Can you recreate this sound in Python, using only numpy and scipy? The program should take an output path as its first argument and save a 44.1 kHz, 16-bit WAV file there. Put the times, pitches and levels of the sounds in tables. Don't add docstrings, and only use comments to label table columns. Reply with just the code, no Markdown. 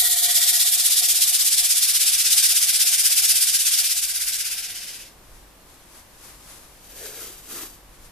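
import sys
import numpy as np
from scipy import signal
from scipy.fft import rfft, irfft
from scipy.io import wavfile
from scipy.ndimage import uniform_filter1d

SR = 44100
rng = np.random.default_rng(int(sys.argv[2]) if len(sys.argv) > 2 else 0)


def inscribe(sig):
    pcm = np.round(np.clip(np.atleast_2d(sig).T, -1, 1) * 32767)
    wavfile.write(sys.argv[1], SR, pcm.astype(np.int16))


N = 357651
T = np.arange(N) / SR
HZ = np.maximum(np.arange(N // 2 + 1) * SR / N, 1)

# (frequency [Hz], likeness [0-1])
SPREAD_LIKENESS = [(30, .97), (130, .82), (400, .68), (800, .6), (1500, .38), (3000, .2), (14000, .1)]


def sanding():
    # (time [s], speed [turns per s])
    spindle_speed = [(0.0, 8.224), (0.6, 8.051), (1.2, 8.249), (2.0, 8.176), (2.8, 8.154), (3.6, 8.175),
                     (4.2, 8.178), (4.6, 8.282), (5.1, 8.139)]
    # (middle [s], length [s], hiss [dB], flexing [dB])
    leans = [(0.17, 0.19, -2.2, 1.5), (0.42, 0.37, 0.7, 4), (1.05, .24, 0.1, 5.5), (2.427, 0.25, 2, 5),
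             (2.68, 0.13, -1, -1), (2.852, 0.18, 0, 5), (3.253, 0.15, 0, 7.5), (3.537, 0.17, -1.5, -1.5),
             (3.797, .16, 1.5, 2), (4.083, 0.36, -2.5, 2.5), (4.73, 0.26, -2.5, 10)]
    rim_start, slide_s = 0.87, 0.88
    hiss_centre_db, hiss_rim_db = -16.0, 1.5
    flex_centre_db, flex_rim_db = -60.5, 12.5

    turns = np.cumsum(in_time(spindle_speed)[0]) / SR
    rim = np.clip(rim_start * np.exp(-T / slide_s), 0, 1)
    hiss_leans = humps((s, length, db) for s, length, db, _ in leans)
    flex_leans = humps((s, length, db) for s, length, _, db in leans)
    hiss_db = hiss_centre_db + hiss_rim_db * rim + hiss_leans
    flex_db = flex_centre_db + flex_rim_db * rim + flex_leans
    hiss = from_db(hiss_db) * grit_hiss(turns, rim)
    ring = disc_ring(turns, rim, hiss_db, flex_db)
    return sanding_share() * (hiss + ring)


def grit_hiss(turns, rim):
    # (frequency [Hz], relative level per Hz [dB])
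    rim_colour = [(530, -63), (900, -23.5), (1090, -48), (1160, -19), (1620, -36), (1860, -4.5),
                  (2030, -8.5), (2230, -8), (2560, -23.5), (3410, 4.5), (6050, -4), (7280, 2.5),
                  (8350, 0.5), (11900, 0), (14000, -6)]
    face_colour = [(530, -26), (900, -29.5), (1090, -34.5), (1170, -26), (1300, -22.5), (1390, -17),
                   (1580, -12), (1810, -17), (1940, -11.5), (2900, -3.5), (4190, -3), (5100, 0), (7360, -1),
                   (9050, -1), (14000, -9.5)]
    # (delay [s], level [dB])
    nearby = [(.0019, -44), (.0034, -24), (.0057, -16), (.0088, -16.5)]
    # (frequency [Hz], likeness [0-1])
    hiss_likeness = [(30, .97), (130, .9), (600, .98), (1400, .93), (2400, .72), (3300, .52), (5000, .38),
                     (8000, .2), (14000, .26)]
    # (time [s], level [dB])
    rasp = [(.35, 1), (.8, -5.5), (1.65, -4), (2.05, 1.3), (3.8, 1.5), (4.3, 7), (5.1, 14.5)]
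    fizz = [(0, 5.5), (.2, 3.5), (1.9, 1.5), (3.0, 3)]
    # (frequency [Hz], width [Hz], level [dB], left over right [dB])
    hollow_modes = [(5140, 790, -12.5, 17.5), (9070, 340, -16, -13), (10340, 1300, -7, -5),
                    (12100, 1300, -13, 12)]
    # (frequency [Hz], relative level [dB])
    hiss_tilt = [(300, -16), (900, -1.5), (1800, -1.5), (3000, -1), (7000, 0), (10000, 1.5), (14000, 2)]

    cuts = grains(per_s=20000, spread_db=1.47)
    cuts = cuts + sum(from_db(db) * np.roll(cuts, int(delay * SR), axis=1) for delay, db in nearby)
    grit = microphones(cuts, hiss_likeness, slant=0.87)
    hiss = rim * colour(grit, rim_colour) + (1 - rim) * colour(grit, face_colour)
    hiss = hiss + (from_db(in_time(rasp)[0]) - 1) * resonate(hiss, 1550, 1050)
    hiss = hiss + (from_db(in_time(fizz)[0]) - 1) * resonate(hiss, 13300, 2900)
    hollow = 0
    for hz, width, db, side_db in hollow_modes:
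        hollow = hollow + from_db(db + 1.5 * drift(3.94)) * pan(side_db) * resonate(hiss, hz, width)
    hiss = hiss + (1 - rim) * hollow
    bands = np.geomspace(2000, 13000, num=9)
    hiss = hiss + sum(0.13 * drift(22.08) * resonate(hiss, hz, hz / 7) for hz in bands)
    half_depth_db = (4.5 - 1.5 * rim) * sanding_share() ** .25
    bite = swell(turns, 0.013, half_depth_db, wobble_db=0.53 + 0.7 * rim)
    unevenness = from_db(0.16 * drift(24.54) + 0.53 * drift(180))
    return colour(hiss, hiss_tilt) * bite * unevenness


def disc_ring(turns, rim, hiss_db, flex_db):
    # (frequency [Hz], width [Hz], relative level [dB], extra at the rim [dB],
    # place of the swell [turns])
    disc_modes = [(404, 28, -8.5, -0.5, 0.34), (714.7, 16.8, 1, 2.5, 0.24), (1031, 40, -7, 0, 0.43),
                  (1163, 28, -2.5, -1.5, 0.31), (1423, 76, 0.5, 8, 0.51), (1634, 16, -2, -3, 0.78),
                  (1710, 11.5, 2, 2.5, 0.34), (1790, 20, -1, 6, 0.21), (1915, 23, 2, 19, 0.46),
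                  (2358, 59, 9.5, -5.5, 0.3), (2640, 17, -12, 0, 0.23), (3500, 21, 10.5, 4, 0.19),
                  (3717, 31, 14, -4, 0.24)]
    scrape_db = -41.5

    flexing = from_db(flex_db)
    scraping = from_db(hiss_db + scrape_db)
    disc = 0
    for hz, width, db, rim_db, place in disc_modes:
        bite = swell(turns, place - .04, half_depth_db=4.5, wobble_db=0.53 + 2.5 * rim)
        scrape = rng.standard_normal(N) * bite
        mode = rms_one(resonate(resonate(scrape, hz, width), hz, width * 5))
        drive = flexing if hz < 900 else scraping
        disc = disc + mode * drive * from_db(db + rim_db * rim)
    return disc


def swell(turns, place, half_depth_db, wobble_db):
    angle = 2 * np.pi * (turns - place)
    twice_a_turn = 2 * np.abs(np.cos(angle)) ** 1.05
    gain = from_db(half_depth_db * twice_a_turn + wobble_db * np.cos(angle))
    two_turns = int(2 * N / turns[-1])
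    return gain / np.sqrt(uniform_filter1d(gain ** 2, size=two_turns))


def sanding_share():
    fade_start_s, fade_end_s, fade_curve = 3.52, 5.15, 1.14
    return np.interp(T, [fade_start_s, fade_end_s], [1, 0]) ** fade_curve


def tape():
    # (full force at [s], rise [s], hold [s], fall [s], crackle [dB])
    tugs = [(7.035, .12, .055, .05, -32), (7.175, .07, 0.0501, .13, -31.5),
            (7.515, 0.0457, .125, .062, -32)]
    # (frequency [Hz], relative level per Hz [dB])
    snap_colour = [(410, -30), (700, -3.5), (958, -13.5), (1450, -7.5), (1960, -7), (2510, -4),
                   (3480, -3.5), (3950, -2), (4260, -7), (4650, -0.5), (5400, -4.5), (5750, -1),
                   (14000, -1)]
    # (frequency [Hz], likeness [0-1])
    snap_likeness = [(400, .94), (1400, .75), (3000, .45), (6000, .32), (14000, .32)]
    # (frequency [Hz], width [Hz], level [dB])
    roll_modes = [(3120, 160, -9), (3950, 120, -22), (4570, 230, -15), (5640, 190, -12)]
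    # (multiple of its pitch, half width [Hz], relative level [dB])
    strip_modes = [(1, 88, 0.5), (3.5, 170, -3.5), (5.1, 220, -8.5)]
    strip_start_hz, strip_growth = 538.5, 0.68
    strip_db, strip_follows = -46, 1.64

    forces = [from_db(db) * stroke(s, rise, hold, fall) for s, rise, hold, fall, db in tugs]
    pull = np.sqrt(sum(force ** 2 for force in forces))
    strip_hz = strip_start_hz / (1 + strip_growth * np.cumsum(pull) / np.sum(pull))

    glue = microphones(grains(per_s=5000, spread_db=1.5), snap_likeness, slant=1.38)
    snaps = colour(glue, snap_colour)
    snaps = snaps + sum(from_db(db) * resonate(snaps, hz, width) for hz, width, db in roll_modes)
    length = np.clip(450 / strip_hz, 0, 1.5)
    snaps = rms_one(snaps + 0.27 * length ** 2 * resonate(snaps, 12300, 4000))
    clumps = from_db(1.16 * drift(70) + 1.3 * drift(450))
    crackle = snaps * clumps * pull

    angle = 2 * np.pi * np.cumsum(strip_hz) / SR
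    drum = 0
    for multiple, half_width_hz, db in strip_modes:
        low_pass = signal.butter(2, half_width_hz, fs=SR, output="sos")
        flutter = signal.sosfilt(low_pass, grains(per_s=1500, spread_db=4.5))
        band = flutter[0] * np.cos(multiple * angle) + flutter[1] * np.sin(multiple * angle)
        drum = drum + from_db(db) * rms_one(band)
    drum_gain = from_db(strip_db) * (pull / pull.max()) ** strip_follows
    return crackle * pan(1.6) + drum * drum_gain * pan(3.0)


def handling():
    # (loudest at [s], rise [s], fall [s], level [dB])
    slides = [(5.36, .2, 0.13, -52.5), (5.7, 0.09, 0.23, -53), (5.98, 0.089, 0.046, -45),
              (6.25, 0.093, 0.19, -43.5), (6.51, 0.074, 0.16, -43.5), (7.95, 0.055, .07, -54),
              (8.055, 0.04, 0.03, -46.5)]
    # (frequency [Hz], relative level per Hz [dB])
    finger_colour = [(300, -6), (700, -4), (1100, 2.5), (1800, -1.5), (3000, -2.5), (5000, 0), (8000, 0),
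                     (11000, 2.5), (14000, -5)]

    rubbing = microphones(grains(per_s=12000, spread_db=-0.5), SPREAD_LIKENESS, slant=1)
    friction = colour(rubbing, finger_colour)
    strokes = [from_db(db) * stroke(s, rise, 0, fall) for s, rise, fall, db in slides]
    sliding = np.sqrt(sum(one ** 2 for one in strokes))
    return friction * sliding * from_db(0.88 * drift(40)) * pan(3.1)


def workshop():
    # (frequency [Hz], relative level per Hz [dB])
    air_colour = [(41, -57), (70, -2), (232, -8.5), (353, -6.5), (395, -10), (526, -8.5), (734, -10.5),
                  (1090, -10.5), (1340, -14.5), (1670, -14), (2030, -16), (6740, -21), (14000, -20.5)]
    rumble_colour = [(15, -4), (25, 2.5), (36, 0), (50, -0.5), (60, -8), (75, -24), (120, -27), (300, -66)]
    # (frequency [Hz], level [dB])
    hum = [(48.4, -69), (156.1, -73.5)]
    # (middle [s], length [s], height [dB])
    rumble_swells = [(0.1, .6, 6), (5.34, .2, 8), (8.08, 0.55, 7)]
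    air_db, still_air_db = -62, -50.5
    rumble_level_db, still_rumble_db = -59.5, -57

    running = sanding_share()
    still = 1 - running
    air_gain = np.hypot(running * from_db(air_db), still * from_db(still_air_db))
    air = colour(microphones(rng.standard_normal((3, N)), SPREAD_LIKENESS, slant=0.033), air_colour)

    rumble_db = running * rumble_level_db + still * still_rumble_db + humps(rumble_swells)
    rumble = colour(rng.standard_normal(N), rumble_colour)
    rumble = rumble + 0.23 * colour(rng.standard_normal((2, N)), rumble_colour)

    motor = 0
    for hz, db in hum:
        tone = np.sqrt(2) * np.sin(2 * np.pi * hz * T + 0.26 * drift(4.4))
        motor = motor + from_db(db + 1.4 * drift(8.7)) * tone
    drone = from_db(-60.0 + 2.3 * drift(4.4)) * np.sin(2 * np.pi * 48.4 * T + .5 * drift(3))
    return pan(0.43) * (air_gain * air + from_db(rumble_db) * rumble + running * motor + still * drone)


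def walls(x, t60, wet_db):
    t = T[:SR // 3]
    tail = rng.standard_normal((2, len(t))) * from_db(-60 * t / t60) * (t > .004)
    tail /= np.sqrt(np.sum(tail ** 2, axis=1, keepdims=True))
    return x + from_db(wet_db) * signal.fftconvolve(x, tail, axes=1)[:, :N]


def microphones(streams, likeness, slant):
    # (frequency [Hz], lead [radians at slant 1])
    left_lead = [(30, 0), (2000, 0), (3000, .3), (5500, .7), (8500, 1.5), (12000, 2.6), (14000, 2.7)]
    direct, *scattered = rfft(streams)
    alike = np.clip(at_hz(likeness), 0, 1)
    turn = np.exp(.5j * slant * at_hz(left_lead) * np.array([[1], [-1]]))
    return irfft(np.sqrt(alike) * direct * turn + np.sqrt(1 - alike) * np.array(scattered), N)


def grains(per_s, spread_db):
    sizes = from_db(spread_db * np.minimum(rng.exponential(1, (3, N)), 5))
    happens = rng.random((3, N)) < per_s / SR
    return rms_one(happens * sizes * rng.choice([-1, 1], (3, N)))


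def resonate(x, hz, width_hz):
    r = np.exp(-np.pi * width_hz / SR)
    feed = np.array([1, 0, -1]) * (1 - r * r) / 2
    return signal.lfilter(feed, [1, -2 * r * np.cos(2 * np.pi * hz / SR), r * r], x)


def colour(x, spectrum):
    return rms_one(irfft(rfft(x) * from_db(at_hz(spectrum)), N))


def at_hz(points):
    hz, value = np.transpose(points)
    return np.interp(np.log(HZ), np.log(hz), value)


def in_time(rows):
    s, *columns = np.transpose(rows)
    return [np.interp(T, s, c) for c in columns]


def humps(rows):
    return sum(height * .5 ** ((2 * (T - s) / length) ** 2) for s, length, height in rows)


def stroke(s, rise_s, hold_s, fall_s):
    rise = np.minimum((T - s) / rise_s, 0)
    fall = np.minimum((s + hold_s - T) / fall_s, 0)
    return np.exp(np.maximum(rise + fall, -20))


def drift(rate):
    knots = rng.standard_normal(2000)
    return np.interp(T * rate, np.arange(len(knots)), knots) * np.sqrt(3 / 2)


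def pan(db):
    return from_db(np.array([[db], [-db]]) / 2)


def rms_one(x):
    return x / np.sqrt(np.mean(x ** 2) + 1e-20)


def from_db(db):
    return 10 ** (np.asarray(db) / 20)


def scene():
    return walls(sanding() + handling() + tape(), t60=0.14, wet_db=-20) + workshop()


def record(dry):
    cutoff_hz = 14250
    rounded = dry / (1 + (dry / .85) ** 6) ** (1 / 6)
    low_pass = signal.ellip(10, .05, 60, cutoff_hz, fs=SR, output="sos")
    return signal.sosfiltfilt(low_pass, rounded)


dry = scene()
out = record(dry)
inscribe(out)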